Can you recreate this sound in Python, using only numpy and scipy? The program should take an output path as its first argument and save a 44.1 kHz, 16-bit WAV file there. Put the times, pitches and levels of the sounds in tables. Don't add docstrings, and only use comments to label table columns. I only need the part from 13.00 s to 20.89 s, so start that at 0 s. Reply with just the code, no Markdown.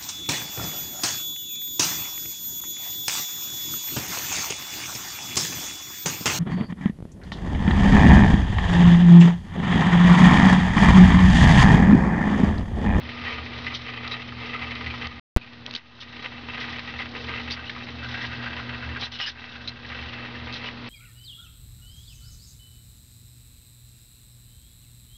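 import sys
import numpy as np
from scipy import signal
from scipy.fft import rfft, irfft, next_fast_len
from scipy.io import wavfile

SR = 44100
rng = np.random.default_rng(int(sys.argv[2]) if len(sys.argv) > 2 else 0)


def unload_audio(sound):
    columns = np.transpose(np.atleast_2d(sound))
    steps = np.round(np.clip(columns, -1, 1) * 32767)
    wavfile.write(sys.argv[1], SR, steps.astype(np.int16))


def nominal_scale(level):
    x = np.asarray(level, float) / 20
    return 10 ** x


N = 347949

# (t/s, share of the view from above 0-1, trim of the lowest hum line/dB,
# rumble relative to the background level/dB)
PLACE = [(0, 0.05, -7, 2.5), (1, 0, 1.5, -5), (2.2, 0, -2.5, 2), (2.4, 0.6, -6, -6.5), (3.5, 0.4, -4, -3),
         (4.4, 0.4, -3, 1.5), (4.9, 0.5, -2.5, -3), (5.1, .95, 2.5, -3.5), (6, 0.8, 0, 3), (6.8, 1, -1, -2),
         (7, 0.5, -3, 2.5), (7.89, 0.4, -1.5, -13)]


def rms_one(x):
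    return x / np.sqrt(np.mean(x ** 2) + 1e-20)


def in_time(rows):
    s, *columns = np.transpose(rows)
    return [np.interp(np.arange(N) / SR, s, column) for column in columns]


def coloured(x, spectrum):
    size = next_fast_len(N)
    hz = np.maximum(np.arange(size // 2 + 1) * SR / size, 1)
    at_hz, db = np.transpose(spectrum)
    gain = nominal_scale(np.interp(np.log(hz), np.log(at_hz), db))
    return rms_one(irfft(rfft(x, size) * gain, size)[:N])


def drift(rate_hz):
    r = np.exp(-2 * np.pi * rate_hz * 40 / SR)
    noise = rng.standard_normal(N // 40 + 2002)
    slow = signal.lfilter([1], [1, -2 * r, r * r], noise)[2000:]
    return np.interp(np.arange(N) / 40, np.arange(len(slow)), rms_one(slow))


def resonance(x, hz, width_hz):
    r = np.exp(-np.pi * width_hz / SR)
    poles = [1, -2 * r * np.cos(2 * np.pi * hz / SR), r * r]
    return signal.lfilter([(1 - r * r) / 2, 0, (r * r - 1) / 2], poles, x)


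def chatter():
    # (f/Hz, relative level per Hz/dB)
    gear_colour = [(290, -44.5), (500, -4), (607, -14.5), (1100, -12), (1220, -3.5), (1710, -8.5),
                   (1990, -7.5), (3200, -6.5), (4160, -20.5), (7040, -120)]
    # (f/Hz, relative level per Hz/dB)
    edge_colour = [(2000, -27.5), (3000, -4), (3900, 0), (4600, -8), (5300, -2.5), (6000, -5), (7000, -18)]
    body_gain, edge_gain = gear_effort()
    teeth = tooth_contacts(per_s=4000, spread_db=3.0, kicks_per_s=35.0, kick=3.8, fade_s=0.0062, most=2.2)
    direct = coloured(teeth, gear_colour)
    through_case = rms_one(case(teeth))
    body = rms_one(direct + nominal_scale(6) * through_case)
    fine = tooth_contacts(per_s=6500, spread_db=3.5, kicks_per_s=66.0, kick=3.1, fade_s=0.012, most=6.2)
    edge = coloured(fine, edge_colour)
    return body_gain * body + edge_gain * edge


def tooth_contacts(per_s, spread_db, kicks_per_s, kick, fade_s, most):
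    sizes = nominal_scale(spread_db * np.minimum(rng.exponential(1, N), 4)) * rng.choice([-1, 1], N)
    clicks = sizes * (rng.random(N) < per_s / SR)
    kicks = (rng.random(N) < kicks_per_s / SR) * rng.uniform(0, kick, N)
    swell = signal.lfilter([1], [1, -np.exp(-1 / (fade_s * SR))], kicks + 1e-18)
    drive = 1 + most * np.tanh(swell / most)
    return rms_one(clicks * drive)


def gear_effort():
    # (t/s, body level/dB, bright edge level/dB)
    hunting = [(0, -46, -50), (0.3, -31.5, -44), (0.5, -41, -47.5), (0.9, -36, -39.5), (1.02, -34.5, -50),
               (1.2, -35.5, -48), (1.36, -42.5, -46), (1.45, -35.5, -46), (1.9, -37.5, -45),
               (2.15, -37, -48), (2.45, -42, -47), (2.7, -43, -49.5), (3.2, -35.5, -39.5),
               (3.4, -39.5, -48), (3.58, -32, -39), (4.0, -37, -45.5), (4.12, -44, -47), (4.35, -35.5, -43),
               (4.9, -41, -45.5), (5.15, -36, -40.5), (6.0, -39, -56), (6.5, -33.5, -38.5),
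               (6.76, -46.5, -49), (6.9, -33.5, -40.5), (7.45, -38.5, -51.5), (7.68, -34.5, -36),
               (7.76, -46, -54), (7.89, -37.5, -45)]
    # (start t/s, time to the fall/s, body level/dB, bright edge level/dB)
    scrapes = [(0.223, 0.086, -39.5, -53), (0.658, 0.016, -34.5, -45), (0.73, 0.038, -52, -28.5),
               (0.85, 0.055, -40, -40.5), (1.101, 0.042, -32.5, -44), (1.393, 0.069, -35, -43.5),
               (2.658, 0.018, -49, -42), (2.719, 0.058, -44.5, -44.5), (2.997, 0.037, -64, -41.5),
               (3.218, 0.046, -39, -43.5), (3.99, 0.066, -37.5, -58), (4.147, 0.038, -37.5, -54.5),
               (4.281, 0.065, -33.5, -51), (4.495, 0.035, -50, -30), (4.696, 0.02, -43, -50),
               (5.1, 0.043, -44, -49), (5.99, 0.068, -39, -32), (6.111, 0.032, -55, -33),
               (6.188, 0.046, -33, -37), (6.254, 0.043, -47.5, -38), (6.68, 0.038, -49, -48.5),
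               (7.525, 0.044, -40.5, -27.5), (7.63, 0.041, -42, -46)]
    rise_s, fall_s = 0.014, 0.016
    t = np.arange(N) / SR
    power = (dips() * nominal_scale(np.array(in_time(hunting)))) ** 2
    for s, length, body_db, edge_db in scrapes:
        rise = np.clip((t - s) / rise_s, 0, 1)
        fall = np.exp(-np.maximum(t - s - length, 0) / fall_s)
        power = power + (rise * fall * nominal_scale(np.array([[body_db], [edge_db]]))) ** 2
    return np.sqrt(power)


def twitches():
    # (t/s, peak level of the tone before the trim/dB, ringing pitch f/Hz, length scale/s)
    slip_runs = [(0.091, -26, 2120, 0.0077), (0.25, -21, 1920, 0.034), (0.327, -25, 2120, 0.0064),
                 (0.666, -19.5, 2020, 0.018), (0.722, -24.5, 1230, 0.016), (0.747, -20.5, 3090, 0.01),
                 (1.065, -25, 1270, 0.017), (1.0765, -20.5, 4050, 0.0052), (1.112, -20.5, 3860, 0.029),
                 (1.195, -30, 2000, .02), (1.322, -27, 1254, 0.012), (1.543, -27.5, 1310, 0.025),
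                 (1.707, -24.5, 2270, 0.0093), (1.752, -25.5, 4030, 0.0056), (1.843, -25, 2040, 0.008),
                 (1.862, -21.5, 2030, 0.017), (1.902, -24.5, 2470, 0.019), (1.939, -22.5, 1250, 0.0096),
                 (2.024, -27, 2560, 0.0022), (2.069, -20, 3540, 0.004), (2.413, -33.5, 2550, 0.024),
                 (2.463, -37, 2430, 0.018), (2.663, -16.5, 3830, 0.0011), (2.68, -30, 670, 0.0097),
                 (2.71, -18.5, 4730, 0.0017), (2.738, -19, 3800, 0.0017), (2.75, -15, 4020, 0.004),
                 (2.76, -18, 3930, 0.0046), (2.991, -37, 1500, .002), (3.015, -39, 2750, 0.018),
                 (3.242, -27.5, 1950, 0.02), (3.608, -23, 1950, 0.021), (3.73, -25.5, 1940, 0.018),
                 (3.7596, -25.5, 2010, 0.0083), (3.793, -19, 1950, 0.0042), (3.885, -27.5, 2000, 0.02),
                 (3.99, -20.5, 2070, 0.015), (4.0184, -24.5, 1980, 0.011), (4.15, -24, 1780, 0.016),
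                 (4.15, -30.5, 453, 0.072), (4.282, -32.5, 458, 0.08), (4.352, -25, 2040, 0.016),
                 (4.502, -25, 2210, 0.01), (4.518, -16.5, 4720, 0.017), (4.592, -29, 1550, 0.01),
                 (4.665, -27, 2960, 0.019), (4.695, -20.5, 1780, 0.0083), (4.763, -25.5, 1220, 0.018),
                 (4.887, -27, 1840, 0.01), (5.0285, -26, 1550, 0.032), (5.211, -23, 1900, 0.023),
                 (5.459, -23, 1540, 0.022), (5.581, -27, 1440, 0.023), (5.745, -30, 1590, .01),
                 (5.825, -24.5, 1580, 0.025), (5.89, -24, 1900, 0.014), (5.961, -22.5, 1580, 0.018),
                 (6.027, -20, 3930, 0.021), (6.126, -36, 3830, 0.0066), (6.136, -29, 2950, 0.033),
                 (6.188, -23.5, 3160, 0.015), (6.206, -18.5, 5360, 0.025), (6.2131, -18, 2930, 0.041),
                 (6.2615, -25, 1770, 0.026), (6.2616, -16, 5050, 0.025), (6.277, -36, 4660, 0.0098),
                 (6.556, -29.5, 1520, 0.011), (6.6745, -16.5, 4040, 0.018), (6.847, -29, 1850, 0.01),
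                 (6.917, -25.5, 1920, 0.019), (7.025, -28, 1920, 0.013), (7.088, -28, 2940, 0.012),
                 (7.132, -27, 1970, 0.011), (7.186, -28.5, 1860, 0.016), (7.351, -29, 1840, .018),
                 (7.526, -21, 3650, 0.0013), (7.657, -24, 2940, 0.019)]
    trim_db = -5.0
    tones, rasp, span = np.zeros(N), np.zeros(N), round(.12 * SR)
    t = np.arange(span) / SR
    for s, db, hz, length in slip_runs:
        run = np.exp(-(t / (1.31 * length)) ** 4)
        knock = np.exp(-t / 0.0012)
        slips = rng.standard_normal(span) * (run + knock)
        width_hz = np.clip(2.4 / length, 0.029 * hz, 900)
        tone = rms_one(resonance(slips, hz, width_hz))
        broad = rms_one(resonance(slips, 1.28 * hz, 0.78 * hz))
        at, gain = round(s * SR), nominal_scale(db + trim_db) / np.abs(tone).max()
        tones[at:at + span] += gain * tone[:N - at]
        rasp[at:at + span] += gain * np.exp(-length / .04) * broad[:N - at]
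    return tones + nominal_scale(-2) * rasp + nominal_scale(-16.5) * case(rasp)


def case(shakes):
    # (f/Hz, width/Hz, relative level from the side/dB, relative level from above/dB)
    modes = [(444.6, 11, -9.5, -22), (814, 53, -11.5, -11.5), (988, 100, -9.5, -6.5), (1230, 49, -2, -11),
             (1580, 110, -19, 3.5), (1913, 110, -4.5, 1.5), (2046, 120, 1, -13), (2292, 150, -4.5, -13.5),
             (2480, 41, -5.5, -14), (2640, 45, -5, 0), (3034, 57, -8, -16), (3830, 43, -13, -16.5)]
    above = np.clip(in_time(PLACE)[0], 0, 1)
    ringing = np.zeros(N)
    for hz, width_hz, side_db, top_db in modes:
        gain = nominal_scale(side_db + above * (top_db - side_db) + 1.1 * drift(7.4))
        level_fix = np.sqrt(SR / np.pi / width_hz)
        ringing += gain * resonance(shakes, hz, width_hz) * level_fix
    return ringing


def dips():
    # (t/s, nominal depth/dB)
    drops = [(0.68, 2.5), (0.77, 5), (1.12, 4), (2.069, 7), (2.38, 12.5), (2.763, 21.5), (3.8, 4.5),
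             (4.539, 5.5), (6.039, 11.5), (6.2, 16), (6.29, 14), (6.69, 7.5), (7.56, 2)]
    fall_s, recovery_s = 0.0085, 0.35
    t = np.arange(N) / SR
    depths = []
    for s, db in drops:
        fall = np.clip((t - s) / fall_s, 0, 1)
        recovery = np.exp(-np.maximum(t - s, 0) / recovery_s)
        depths.append(db * fall * recovery)
    return nominal_scale(-np.max(depths, axis=0))


def background():
    # (f/Hz, level relative to the background/dB, wavering/dB)
    hum_lines = [(120, 0, 1.5), (240, 0, .6), (480, -15, 2.0)]
    # (f/Hz, relative level per Hz/dB)
    air_colour = [(15, -33), (25, -8), (43, -13), (114, 0), (177, -5), (239, -1), (287, -2.5), (397, -8),
                  (1090, -10), (1900, -11), (2280, -16), (3880, -13), (5000, -17), (6000, -27),
                  (7000, -17.5)]
    background_db, air_db = -43, 3
    rumble_hz, rumble_width_hz = 77.1, 8.5
    t = np.arange(N) / SR
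    _, low_hum_db, rumble_db = in_time(PLACE)
    lines = []
    for hz, db, waver_db in hum_lines:
        level = np.sqrt(2) * nominal_scale(db + waver_db * drift(6.1))
        lines.append(level * np.sin(2 * np.pi * (hz * t + rng.random())))
    hum = nominal_scale(low_hum_db) * lines[0] + sum(lines[1:])
    white = rng.standard_normal((2, N))
    narrow = resonance(white[0], rumble_hz, rumble_width_hz)
    rumble = rms_one(resonance(narrow, rumble_hz, 2 * rumble_width_hz))
    air = coloured(white[1], air_colour)
    return nominal_scale(background_db) * dips() * (hum + nominal_scale(rumble_db) * rumble + nominal_scale(air_db) * air)


def scene():
    return (chatter() + twitches() + background())[None]


def low_pass(x):
    return signal.sosfilt(signal.butter(12, 15500, fs=SR, output="sos"), x)


def record(dry):
    cutoff_hz, rolloff_hz = 6780, 4690
    hiss_db, offset = -54.5, -.0016
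    silence_start_s, silence_end_s = 2.1975, 2.3634
    pop_end_s, pop_height = 2.37055, -.351
    t = np.arange(N) / SR
    x = dry + nominal_scale(hiss_db) * rng.standard_normal(N)
    x = signal.sosfilt(signal.cheby2(24, 60, cutoff_hz, fs=SR, output="sos"), x)
    x = signal.sosfilt(signal.butter(6, rolloff_hz, fs=SR, output="sos"), x) + offset
    fade_out = np.clip((silence_start_s - t) / .002, 0, 1)
    x = x * np.maximum(fade_out, t >= silence_end_s)
    pop = pop_height * ((t >= silence_end_s) & (t < pop_end_s))
    x = x + signal.lfilter([.6], [1, -.4], pop)
    return low_pass(x)


dry = scene()
out = record(dry)
unload_audio(out)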